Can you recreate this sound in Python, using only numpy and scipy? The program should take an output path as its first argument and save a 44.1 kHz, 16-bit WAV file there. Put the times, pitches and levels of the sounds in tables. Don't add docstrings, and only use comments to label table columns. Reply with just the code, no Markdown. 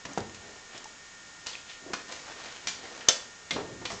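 import sys
import numpy as np
from scipy import signal
from scipy.fft import rfft, irfft, next_fast_len
from scipy.io import wavfile
from scipy.ndimage import uniform_filter1d

SR = 44100
rng = np.random.default_rng(int(sys.argv[2]) if len(sys.argv) > 2 else 0)


def inscribe(sig):
    pcm = np.round(np.clip(np.atleast_2d(sig).T, -1, 1) * 32767)
    wavfile.write(sys.argv[1], SR, pcm.astype(np.int16))


N = 176400

# pitch_hz, level_db
HISS_TONE = [(30, -47), (80, -44.5), (160, -44.5), (300, -45), (600, -46), (1100, -44.5), (1500, -45),
             (1830, -42), (2100, -46), (2700, -46), (4500, -47.5), (5500, -46.5), (7200, -44.5),
             (8000, -41)]
# pitch_hz, level_db
WHINE_TONES = [(1411, -62.5), (1832, -58.5), (2256, -66.5), (5179, -69), (6589, -64), (7009, -64.5),
               (7159, -65.5)]
CLICK_BANDS_HZ = [60, 400, 1400, 3200, 6200]
# start_s, body_db, mid_db, high_db, top_db, ring_s, echo_db
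# (ring_s is always the time a sound takes to fade by 60 dB)
CLICKS = [ (.052, -33, -35, -38, -41, .07, -13), (.133, -45, -50, -57, -44, 0.018, -10),
          (.180, -40, -35, -57, -37.5, 0.027, -16), (.204, -43, -60, -49, -43, .02, -8),
          (.295, -47, -47, -54, -50, .025, -6), (.345, -47, -43, -45, -45.5, .07, -6),
          (.777, -46, -52, -48, -43, .04, -8), (0.8414, -49, -50, -47.5, -41.5, .02, -4),
          (1.462, -43.5, -37.5, -42, -41, .05, -0.5), (1.468, -36.5, -37.5, -34.5, -34.5, .04, -0.5),
          (1.531, -55, -52, -39, -49, .04, 2), (1.9335, -28, -25.5, -30.5, -33.5, 0.074, -4.5),
          (2.318, -48, -43, -50, -55, .03, -7), (2.402, -46, -43, -48.5, -56, 0.036, -6),
          (2.523, -52, -49, -46, -51, .02, -6.5), (2.671, -39, -31.5, -29, -29, 0.054, -1),
          (2.682, -43.5, -40, -31.5, -32.5, 0.067, -4), (2.853, -44.5, -43, -51, -59, .04, -7),
          (3.008, -44, -37, -39.5, -51, 0.12, -3.5), (3.0862, -32.5, -29, -15.5, -14.5, 0.053, -7),
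          (3.5078, -34, -28.5, -26, -31.5, .06, -1.5), (3.853, -30, -32.5, -29, -36, 0.06, -3), ]
# pitch_hz, level_db, ring_s
SNAP_NOTES = [(430, -43.5, 0.29), (517, -39.5, 0.32), (590, -41, 0.29), (673, -44, .2), (1330, -37.5, 0.12),
              (1806, -40.5, .12), (3100, -37, 0.17), (3618, -33, .09), (5450, -30.5, .1), (5870, -37, .12),
              (6226, -28.5, 0.15), (6320, -23.5, 0.011)]
CLACK_NOTES = [(2126, -37, 0.082), (3420, -37.5, 0.059), (4330, -53, .05)]
# start_s, bass_db, low_db, body_hz, body_db, mid_db, ring_s, echo_db
BUMPS = [ (.056, -37, -32.5, 500, -39, -50, 0.11, 6), (.1755, -23, -13.5, 675, -18, -31, 0.082, -9),
         (.205, -25, -19, 480, -28, -54, .09, -1), (.748, -45, -42, 520, -36, -55, .05, -14),
         (1.863, -54, -33, 370, -24.5, -58, 0.056, -4), (1.903, -48, -32, 380, -25, -56, 0.073, -3.5),
         (2.089, -49, -39.5, 450, -32, -41.5, 0.15, 0), (2.655, -32, -28.5, 300, -42, -46, 0.1, -1.5),
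         (3.515, -31, -32, 600, -38, -58, 0.16, 10), (3.561, -31.5, -19.5, 570, -14, -37, 0.18, -3.5),
         (3.68, -32, -32.5, 261, -27.5, -57, 0.26, 7), (3.815, -31, -35, 500, -32, -44, 0.11, -2.5),
         (3.903, -37, -32.5, 1010, -27, -33.5, 0.12, -4), (3.928, -25, -24, 380, -28, -58, .12, 1), ]
SCUFF_BANDS_HZ = [80, 450, 1500, 3200, 6200]
# peak_s, rise_s, fall_s, body_db, mid_db, high_db, top_db
SCUFFS = [ (.10, 0.018, .05, -38, -38, -50, -46), (.44, 0.037, 0.13, -35, -45, -49, -54),
          (.75, .03, 0.052, -36.5, -41.5, -40, -52), (1.70, 0.018, 0.039, -47, -43, -34.5, -45),
          (1.865, 0.053, 0.12, -30.5, -52, -58, -59), (2.135, 0.04, 0.052, -33.5, -35.5, -36.5, -35.5),
          (2.29, 0.056, 0.093, -35.5, -35.5, -43.5, -45), (2.43, 0.059, 0.22, -37.5, -38.5, -39.5, -44.5),
          (2.859, 0.098, 0.21, -32, -40.5, -43, -45), (3.088, 0.0089, 0.018, -21.5, -18.5, -28, -32.5),
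          (3.912, .01, 0.043, -37.5, -44, -42, -31.5), ]
# start_s, pitch_hz, level_db, ring_s
DRIPS = [(.856, 878, -49.5, .06), (1.553, 2530, -45.5, .012)]
# pitch_hz, ring_s
ECHO_TIMES = [(100, 1.0), (250, 0.73), (600, 0.44), (1500, 0.37), (4000, 0.39), (8000, 0.37)]
# pitch_hz, level_db
MIC_TONE = [(6000, 0), (7200, -2.5), (7800, -10.5), (8400, -20.5), (9000, -36)]


def gain(db):
    return 10 ** (np.asarray(db) / 20)


def unit_energy(x):
    return x / np.sqrt(np.sum(x ** 2) + 1e-18)


def read_curve(hz, points):
    pitches, values = np.array(sorted(points), float).T
    return np.interp(np.log(np.maximum(hz, 1)), np.log(pitches), values)


def shape_tone(x, points):
    size = next_fast_len(len(x) // 2 + 4096) * 2
    curve_db = read_curve(np.fft.rfftfreq(size, 1 / SR), points)
    cepstrum = irfft(np.log(gain(curve_db)))
    cepstrum[1:size // 2] *= 2
    cepstrum[size // 2 + 1:] = 0
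    return irfft(rfft(x, size) * np.exp(rfft(cepstrum)))[:len(x)]


def fade(ring_s):
    return np.exp(-np.log(1000) * np.arange(SR) / SR / np.maximum(ring_s, 1e-3))


def wander(turns_per_s):
    step = int(SR / turns_per_s)
    return uniform_filter1d(np.repeat(rng.standard_normal(N // step + 1), step), step)[:N]


def add_hit(out, start_s, hit):
    start = int(start_s * SR)
    out[start:start + len(hit)] += hit[:N - start] * np.sqrt(.04 * SR)


def hiss_and_whine(waver_hz=1.11, flicker_db=1.2):
    out = shape_tone(rng.standard_normal(N), HISS_TONE)
    for hz, db in WHINE_TONES:
        phase = 2 * np.pi * np.cumsum(hz + waver_hz * wander(12)) / SR
        out += np.sqrt(2) * gain(db + flicker_db * wander(8)) * np.sin(phase)
    return out


def shell_hit(ring_s, crack, spread_s=0.00049):
    spread = 1 - np.exp(-np.arange(SR) / SR / spread_s)
    hit = unit_energy(rng.standard_normal(SR) * spread * fade(ring_s))
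    hit[0] += crack
    return unit_energy(hit)


def greenhouse_echo(x, echo_db, build_s=0.0072):
    spectrum, hz = rfft(rng.standard_normal(SR)), np.fft.rfftfreq(SR, 1 / SR)
    octaves_hz = 100 * 2. ** np.arange(8)
    build_up = 1 - np.exp(-np.arange(SR) / SR / build_s)
    tail = 0
    for centre_hz, this_octave in zip(octaves_hz, np.eye(len(octaves_hz))):
        band = irfft(spectrum * read_curve(hz, zip(octaves_hz, this_octave)), SR)
        ring_s = read_curve(centre_hz, ECHO_TIMES)
        tail += band * unit_energy(build_up * fade(ring_s))
    return x + gain(echo_db) * signal.fftconvolve(x, tail)[:len(x)]


def plastic_clicks(bass_vs_body_db=-6.5, snap_s=3.0862, clack_s=3.5085):
    out = np.zeros(N)
    for start_s, body, mid, high, top, ring_s, echo_db in CLICKS:
        tone = zip(CLICK_BANDS_HZ, [body + bass_vs_body_db, body, mid, high, top])
        click = shape_tone(shell_hit(ring_s, crack=.15), tone)
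        add_hit(out, start_s, greenhouse_echo(click, echo_db))
    for start_s, notes in [(snap_s, SNAP_NOTES), (clack_s, CLACK_NOTES)]:
        add_hit(out, start_s, sum(ringing_note(*note) for note in notes))
    return out


def dull_bumps():
    out = np.zeros(N)
    for start_s, bass, low, body_hz, body, mid, ring_s, echo_db in BUMPS:
        tone = [(30, bass - 11), (92, bass), (203, low),  # pitch_hz, level_db
                (body_hz, body), (1800, mid), (5970, mid - 14)]
        crack = min(1, .06 / ring_s) ** 2
        bump = shape_tone(shell_hit(ring_s, crack), tone)
        add_hit(out, start_s, greenhouse_echo(bump, echo_db))
    return out


def gravel_scuffs(stones_per_s=1800, spread_db=4, bunches_per_s=70, bunch_db=1.85,
                  bass_vs_body_db=-15.5):
    t, out = np.arange(N) / SR, np.zeros(N)
    for peak_s, rise_s, fall_s, body, mid, high, top in SCUFFS:
        strengths = gain(spread_db * np.minimum(rng.exponential(size=N), 4))
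        struck = rng.random(N) < stones_per_s / SR
        stones = struck * strengths * np.sign(rng.standard_normal(N))
        swell = np.exp(-np.maximum((peak_s - t) / rise_s, (t - peak_s) / fall_s))
        bunches = gain(bunch_db * wander(bunches_per_s))
        tone = zip(SCUFF_BANDS_HZ, [body + bass_vs_body_db, body, mid, high, top])
        out += shape_tone(stones / stones.std() * swell * bunches, tone)
    return greenhouse_echo(out, echo_db=-3.5)


def ringing_note(hz, db, ring_s):
    wave = np.sin(2 * np.pi * hz * np.arange(SR) / SR)
    return gain(db) * unit_energy(wave * fade(ring_s))


def drips():
    out = np.zeros(N)
    for start_s, hz, db, ring_s in DRIPS:
        add_hit(out, start_s, ringing_note(hz, db, ring_s))
    return greenhouse_echo(out, echo_db=-10)


def cut_treble(x, above_hz):
    return signal.sosfilt(signal.ellip(10, .2, 80, above_hz, fs=SR, output="sos"), x)


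def scene():
    return (plastic_clicks() + dull_bumps() + gravel_scuffs() + drips() + hiss_and_whine())[None]


def record(dry):
    peak_limit = 0.73
    dulled = cut_treble(shape_tone(dry[0], MIC_TONE), above_hz=8900)
    clipped = np.clip(dulled, -peak_limit, peak_limit)
    return cut_treble(clipped, above_hz=16000)[None]


dry = scene()
out = record(dry)
inscribe(out)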